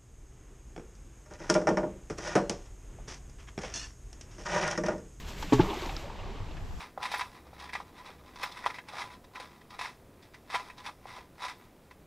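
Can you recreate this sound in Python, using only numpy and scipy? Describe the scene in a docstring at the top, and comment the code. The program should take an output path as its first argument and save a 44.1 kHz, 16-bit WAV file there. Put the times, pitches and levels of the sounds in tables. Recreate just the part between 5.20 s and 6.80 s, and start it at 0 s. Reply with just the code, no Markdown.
"""A calm riverbank: faint outdoor air, wind rumbling on the microphone and the hiss of rope running out.
The rope's weight hits the river with a ringing plunk, then a gulp as the air pocket closes.
The rope slaps down along the water in spray and small bubbles. As the splash dies away in stray drips,
the background opens out in stereo and the microphone takes a few soft handling bumps."""
import sys
import numpy as np
from scipy import signal
from scipy.fft import rfft, irfft
from scipy.io import wavfile

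SR = 44100
rng = np.random.default_rng(int(sys.argv[2]) if len(sys.argv) > 2 else 0)


def output_pcm(signal):
    """Save a mono or channel-first signal as 16-bit PCM at the path in sys.argv[1].

    Samples are clipped to [-1, 1] before scaling.
    """
    pcm = np.clip(np.atleast_2d(signal).T, -1, 1) * 32767
    wavfile.write(sys.argv[1], SR, np.round(pcm).astype(np.int16))


N = 70560

# tone of the outdoor air bed: f/Hz, gain/dB
AIR_EQ = [(30, -4), (150, 2), (300, -7.5), (900, -20), (1600, -18), (3500, -26), (7500, -30), (9000, -40.5),
          (12800, -45), (14000, -57)]
# tone of the wind rumble: f/Hz, gain/dB
WIND_EQ = [(8, -14.5), (28, 3), (45, -4.5), (70, -7), (110, -17.5), (170, -23), (300, -36.5), (800, -71)]
# gusts on the microphone: t/s, level/dB
WIND_FADER = [(0.0, -43.5), (0.08, -35), (0.15, -45.5), (0.22, -35), (0.29, -43), (0.43, -34.5),
              (0.56, -45.5), (0.73, -34.5), (0.87, -41.5), (1.15, -44), (1.22, -39), (1.33, -42.5),
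              (1.45, -40), (1.6, -42)]
# side channel of air and wind, from near mono to wide: t/s, gain/dB
BED_SIDE_FADER = [(0.0, -40), (0.55, -38), (0.8, -23.5), (1.0, -6.5), (1.6, -3)]
# extra EQ on each of those side channels: f/Hz, gain/dB
AIR_SIDE_EQ = [(150, -17.5), (500, -7.5), (1200, 1.5), (3000, 0), (8000, -6.5)]
WIND_SIDE_EQ = [(30, -2), (90, -7), (200, -11)]
# soft handling bumps: t/s, f/Hz, level/dB
HANDLING_BUMPS = [(0.065, 65.5, -38), (1.008, 106.3, -39), (1.199, 98.3, -32.5), (1.403, 91, -35),
                  (1.484, 73.5, -33.5)]

# hiss of the running rope: t/s, level/dB
ROPE_FADER = [(0.0, -48), (0.045, -56.5), (0.09, -47.5), (0.15, -54), (0.21, -46), (0.28, -52.5),
              (0.34, -48), (0.55, -50.5), (0.66, -49.5), (0.73, -52.5), (0.82, -53), (0.86, -60),
              (1.05, -73), (1.6, -57.5)]
# tone of that hiss, and extra EQ on its side channel: f/Hz, gain/dB
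ROPE_EQ = [(400, 9.5), (1200, 3), (2500, 0), (5500, -1), (7600, -1), (8800, -12.5), (11000, -12),
           (12700, -5), (14000, -20), (16000, -24)]
ROPE_SIDE_EQ = [(500, -36), (5000, -27.5), (8000, -28), (11000, -9.5), (15000, 4)]
# swell and tail of the spray: t/s, level/dB
SPRAY_FADER = [(0.0, -55.5), (0.3, -49), (0.36, -45), (0.425, -43.5), (0.47, -46.5), (0.59, -43.5),
               (0.65, -45.5), (0.73, -50), (0.79, -48), (0.87, -53), (1.15, -54.5), (1.6, -65.5)]
# tone of the spray: f/Hz, gain/dB
SPRAY_EQ = [(500, 1), (1300, 3), (2300, 5.5), (3500, 2.5), (4800, -3.5), (5800, -9.5), (7500, -16),
            (9000, -27), (14000, -66)]
# swell and tail of the churning water: t/s, level/dB
CHURN_FADER = [(0.0, -54), (0.31, -52.5), (0.35, -46.5), (0.43, -36), (0.51, -36.5), (0.595, -44.5),
               (0.64, -39.5), (0.74, -45.5), (0.85, -48), (1.1, -46), (1.3, -50.5), (1.6, -56.5)]
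# tone of the churning: f/Hz, gain/dB
CHURN_EQ = [(100, 2.5), (200, -4), (360, 2), (510, -3), (650, -2), (880, -0.5), (1150, -2), (1450, -17.5),
            (2500, -37.5)]

# slaps of rope and weight: t/s, pre-EQ level/dB, attack/s, t60/s, centre f/Hz, width/octaves
WATER_SLAPS = [(0.068, -48, 0.019, 0.25, 2670, 1.24), (0.224, -35, 0.0016, 0.064, 1290, 2.0),
               (0.322, -34.5, 0.0042, 0.18, 1520, 1.5), (0.329, -35.5, 0.0065, 0.14, 3500, 1.8),
               (0.396, -36, 0.013, 0.13, 2040, 1.14), (0.496, -42, 0.0045, 0.1, 3220, 0.57),
               (0.539, -45, 0.0022, 0.033, 6000, 1.2), (0.615, -43.5, 0.0055, .12, 1980, 1.6),
               (0.66, -39, .002, 0.015, 3950, 0.88), (0.69, -41.5, 0.0048, .06, 2360, 0.83),
               (0.985, -52, 0.0074, .07, 2640, 0.35), (1.152, -56, .008, .09, 2930, 0.3),
               (1.305, -52.5, .008, 0.11, 2700, 0.6), (1.366, -48, 0.0048, 0.11, 1280, 1.43)]
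# sharp drips: t/s, f/Hz, level/dB
DRIP_TICKS = [(0.7651, 4000, -29), (0.7668, 5100, -26), (0.7694, 5200, -38)]
# a first plip, the gulp, then stragglers: t/s, f/Hz, level/dB, attack/s, t60/s, glide/(share of f per s)
LARGE_BUBBLES = [(0.2255, 890, -32, 0.0022, 0.056, -0.5), (0.228, 326, -42, 0.015, 0.22, -3.5),
                 (0.274, 169, -38, 0.011, 0.1, 1), (0.3918, 287, -9, 0.0083, 0.031, 21),
                 (0.3886, 131.6, -17, 0.015, 0.046, -6.5), (0.3928, 164.5, -23.5, 0.0083, 0.26, 2.35),
                 (0.3944, 864, -19, 0.0094, 0.041, -.6), (0.3887, 664, -32.5, .0024, 0.092, 1),
                 (0.3922, 1059, -32, 0.0046, 0.11, 7), (0.3918, 1890, -30, 0.0068, 0.038, -27.5),
                 (0.4017, 2150, -35, 0.008, 0.021, -1), (0.434, 320, -27.5, 0.0068, 0.068, -0.7),
                 (0.474, 409.5, -34.5, 0.013, 0.17, -0.2), (0.496, 314.6, -34, 0.0085, 0.18, 0.2),
                 (0.526, 816, -29.5, 0.0096, 0.045, 1.7), (0.569, 377, -31, 0.0034, 0.056, -0.5),
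                 (0.622, 360, -30, 0.003, .09, -1.5), (0.632, 899, -35, 0.0066, 0.087, 0.5),
                 (0.664, 290, -31.5, .003, 0.022, .3), (0.690, 758, -33, 0.0044, 0.06, 4),
                 (0.767, 1336, -39.5, 0.0024, 0.032, -3), (0.838, 556, -41, 0.0056, 0.24, 1.5),
                 (0.898, 900, -37, 0.0027, 0.03, 2), (0.993, 2810, -49.5, 0.0055, .07, 1.7),
                 (1.088, 377, -40.5, 0.0064, 0.15, 3), (1.095, 202, -43.5, 0.014, 0.14, 3.5),
                 (1.292, 314, -43.5, 0.0032, 0.11, 1)]
# hits of the weight on the water: t/s, gain/dB
WEIGHT_HITS = [(0.3228, -3), (0.33, -1)]
# hollow modes of the plunk: f/Hz, level/dB relative to the hit, t60/s
PLUNK_MODES = [(126.2, -24, 0.33), (260.7, -25.5, 0.25), (301, -7.5, 0.033), (417, -21, 0.16),
               (546, -32, .045), (846, -28, 0.094), (920, -22, 0.078), (1119, -26, 0.075),
               (1328, -30.5, 0.046)]


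def undb(db):
    """Decibels to gain."""
    return 10 ** (np.asarray(db) / 20)


def unit(x):
    """Scale to rms 1."""
    return x / np.sqrt(np.mean(x ** 2) + 1e-18)


def fader(rows):
    """A gain ride through rows of t/s, level/dB."""
    return undb(np.interp(np.arange(N) / SR, *np.array(rows).T))


def bin_octaves():
    """Octave position of each spectral bin."""
    return np.log2(np.maximum(np.fft.rfftfreq(N, 1 / SR), 1))


def eq(x, rows):
    """Filter by rows of f/Hz, gain/dB."""
    hz, db = np.array(rows).T
    return irfft(rfft(x) * undb(np.interp(bin_octaves(), np.log2(hz), db)), N)


def noise(rows):
    """Coloured noise of rms 1."""
    return unit(eq(rng.standard_normal(N), rows))


def stereo(mid, side):
    """Left and right from mid and side."""
    return np.array([mid + side, mid - side])


def envelope(age, attack, t60):
    """A smooth attack, then an exponential decay."""
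    onset = np.sin(np.pi / 2 * np.clip(age / attack, 0, 1)) ** 2
    return onset * np.exp(-np.log(1000) * np.maximum(age - attack, 0) / t60)


def ring(start, hz, attack, t60, glide=0):
    """A damped tone whose pitch may bend up or down."""
    age = np.maximum(np.arange(N) / SR - start, 0)
    return envelope(age, attack, t60) * np.sin(2 * np.pi * hz * age * (1 + glide * age / 2))


def droplets(per_s=5000, scatter_db=2.5):
    """A dense patter of tiny clicks of uneven size."""
    hits = rng.random(N) < per_s / SR
    polarity = np.sign(rng.standard_normal(N))
    return hits * polarity * undb(scatter_db * np.clip(rng.standard_normal(N), -2, 2))


def bubble_swarm(per_s, low_hz, high_hz, cycles, scatter_db, climb=0.077, max_count=3200):
    """Small bubbles at random moments, each a short rising tone of its own size."""
    out, draws = np.zeros(2 * N), rng.random((max_count, 4))
    starts = np.cumsum(-np.log(1 - draws[:, 0])) / per_s
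    for start, (_, pitch, size, life) in zip(starts, draws):
        if start * SR >= N:
            break
        hz = low_hz + (high_hz - low_hz) * pitch
        t60 = cycles * (.5 + life) / hz
        age = np.arange(min(int(t60 * SR), N)) / SR
        tone = envelope(age, 1 / hz, t60) * np.sin(2 * np.pi * hz * age * (1 + climb * age / t60))
        gain = np.sqrt(hz) * undb(scatter_db * min(-np.log(1 - size), np.pi))
        i = int(start * SR)
        out[i:i + len(age)] += gain * tone
    return out[:N]


def outdoor_air(level_db=-49):
    """A faint, steady bed that widens as the microphone turns."""
    mid = noise(AIR_EQ)
    side = fader(BED_SIDE_FADER) * eq(noise(AIR_EQ), AIR_SIDE_EQ)
    return undb(level_db) * stereo(mid, side)


def wind():
    """Gusts rumble on the microphone, widening along with the air."""
    mid = noise(WIND_EQ)
    side = fader(BED_SIDE_FADER) * eq(noise(WIND_EQ), WIND_SIDE_EQ)
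    return fader(WIND_FADER) * stereo(mid, side)


def handling():
    """Jostling the microphone gives soft, low thumps."""
    return sum(undb(db) * ring(t, hz, attack=0.012, t60=0.22) for t, hz, db in HANDLING_BUMPS)


def rope_hiss():
    """The rope hisses as it runs out; the hiss sinks away, then creeps back faintly in the tail."""
    return fader(ROPE_FADER) * stereo(noise(ROPE_EQ), eq(noise(ROPE_EQ), ROPE_SIDE_EQ))


def spray(fizz_db=-3):
    """Droplets fall back and fizz as the rope settles along the water."""
    swarm = bubble_swarm(per_s=1500, low_hz=1400, high_hz=7500, cycles=37, scatter_db=3)
    fizz = unit(eq(swarm, SPRAY_EQ))
    patter = unit(eq(droplets(), SPRAY_EQ))
    return fader(SPRAY_FADER) * unit(patter + undb(fizz_db) * fizz)


def churn(wash_db=-4.5):
    """Bubbles in the stirred water gurgle over a soft wash."""
    swarm = bubble_swarm(per_s=1300, low_hz=200, high_hz=1800, cycles=25, scatter_db=2.5)
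    gurgle = unit(eq(swarm, CHURN_EQ))
    return fader(CHURN_FADER) * unit(gurgle + undb(wash_db) * noise(CHURN_EQ))


def drips():
    """Stray drops land as tight, bright ticks."""
    return sum(undb(db) * ring(t, hz, attack=.0004, t60=.004) for t, hz, db in DRIP_TICKS)


def slaps():
    """Each slap on the water throws a short burst of droplets."""
    out, t = 0, np.arange(N) / SR
    for start, db, attack, t60, hz, octaves in WATER_SLAPS:
        band = np.exp(-((bin_octaves() - np.log2(hz)) / octaves) ** 2)
        burst = unit(irfft(rfft(droplets()) * band, N))
        out += undb(db) * envelope(t - start, attack, t60) * burst
    return eq(out, [(7800, 0), (8268, -9), (15000, -15)])  # soften the top end


def large_bubbles():
    """Trapped air rings in gliding tones, loudest in the gulp as the pocket closes."""
    return sum(undb(db) * ring(t, hz, attack, t60, glide)
               for t, hz, db, attack, t60, glide in LARGE_BUBBLES)


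def plunk(attack_s=0.0021):
    """The weight hits twice in quick succession and rings the same hollow modes."""
    return sum(undb(hit_db + mode_db) * ring(t, hz, attack_s, t60)
               for t, hit_db in WEIGHT_HITS for hz, mode_db, t60 in PLUNK_MODES)


def scene():
    """The splash sits dead centre in a stereo bed."""
    bed = outdoor_air() + wind() + handling() + rope_hiss()
    splash = spray() + churn() + drips() + slaps() + large_bubbles() + plunk()
    return bed + splash


def record(dry, cutoff_hz=15600):
    """A steep high cut on the whole mix."""
    return signal.sosfilt(signal.ellip(8, .2, 70, cutoff_hz, fs=SR, output="sos"), dry)


dry = scene()
out = record(dry)
output_pcm(out)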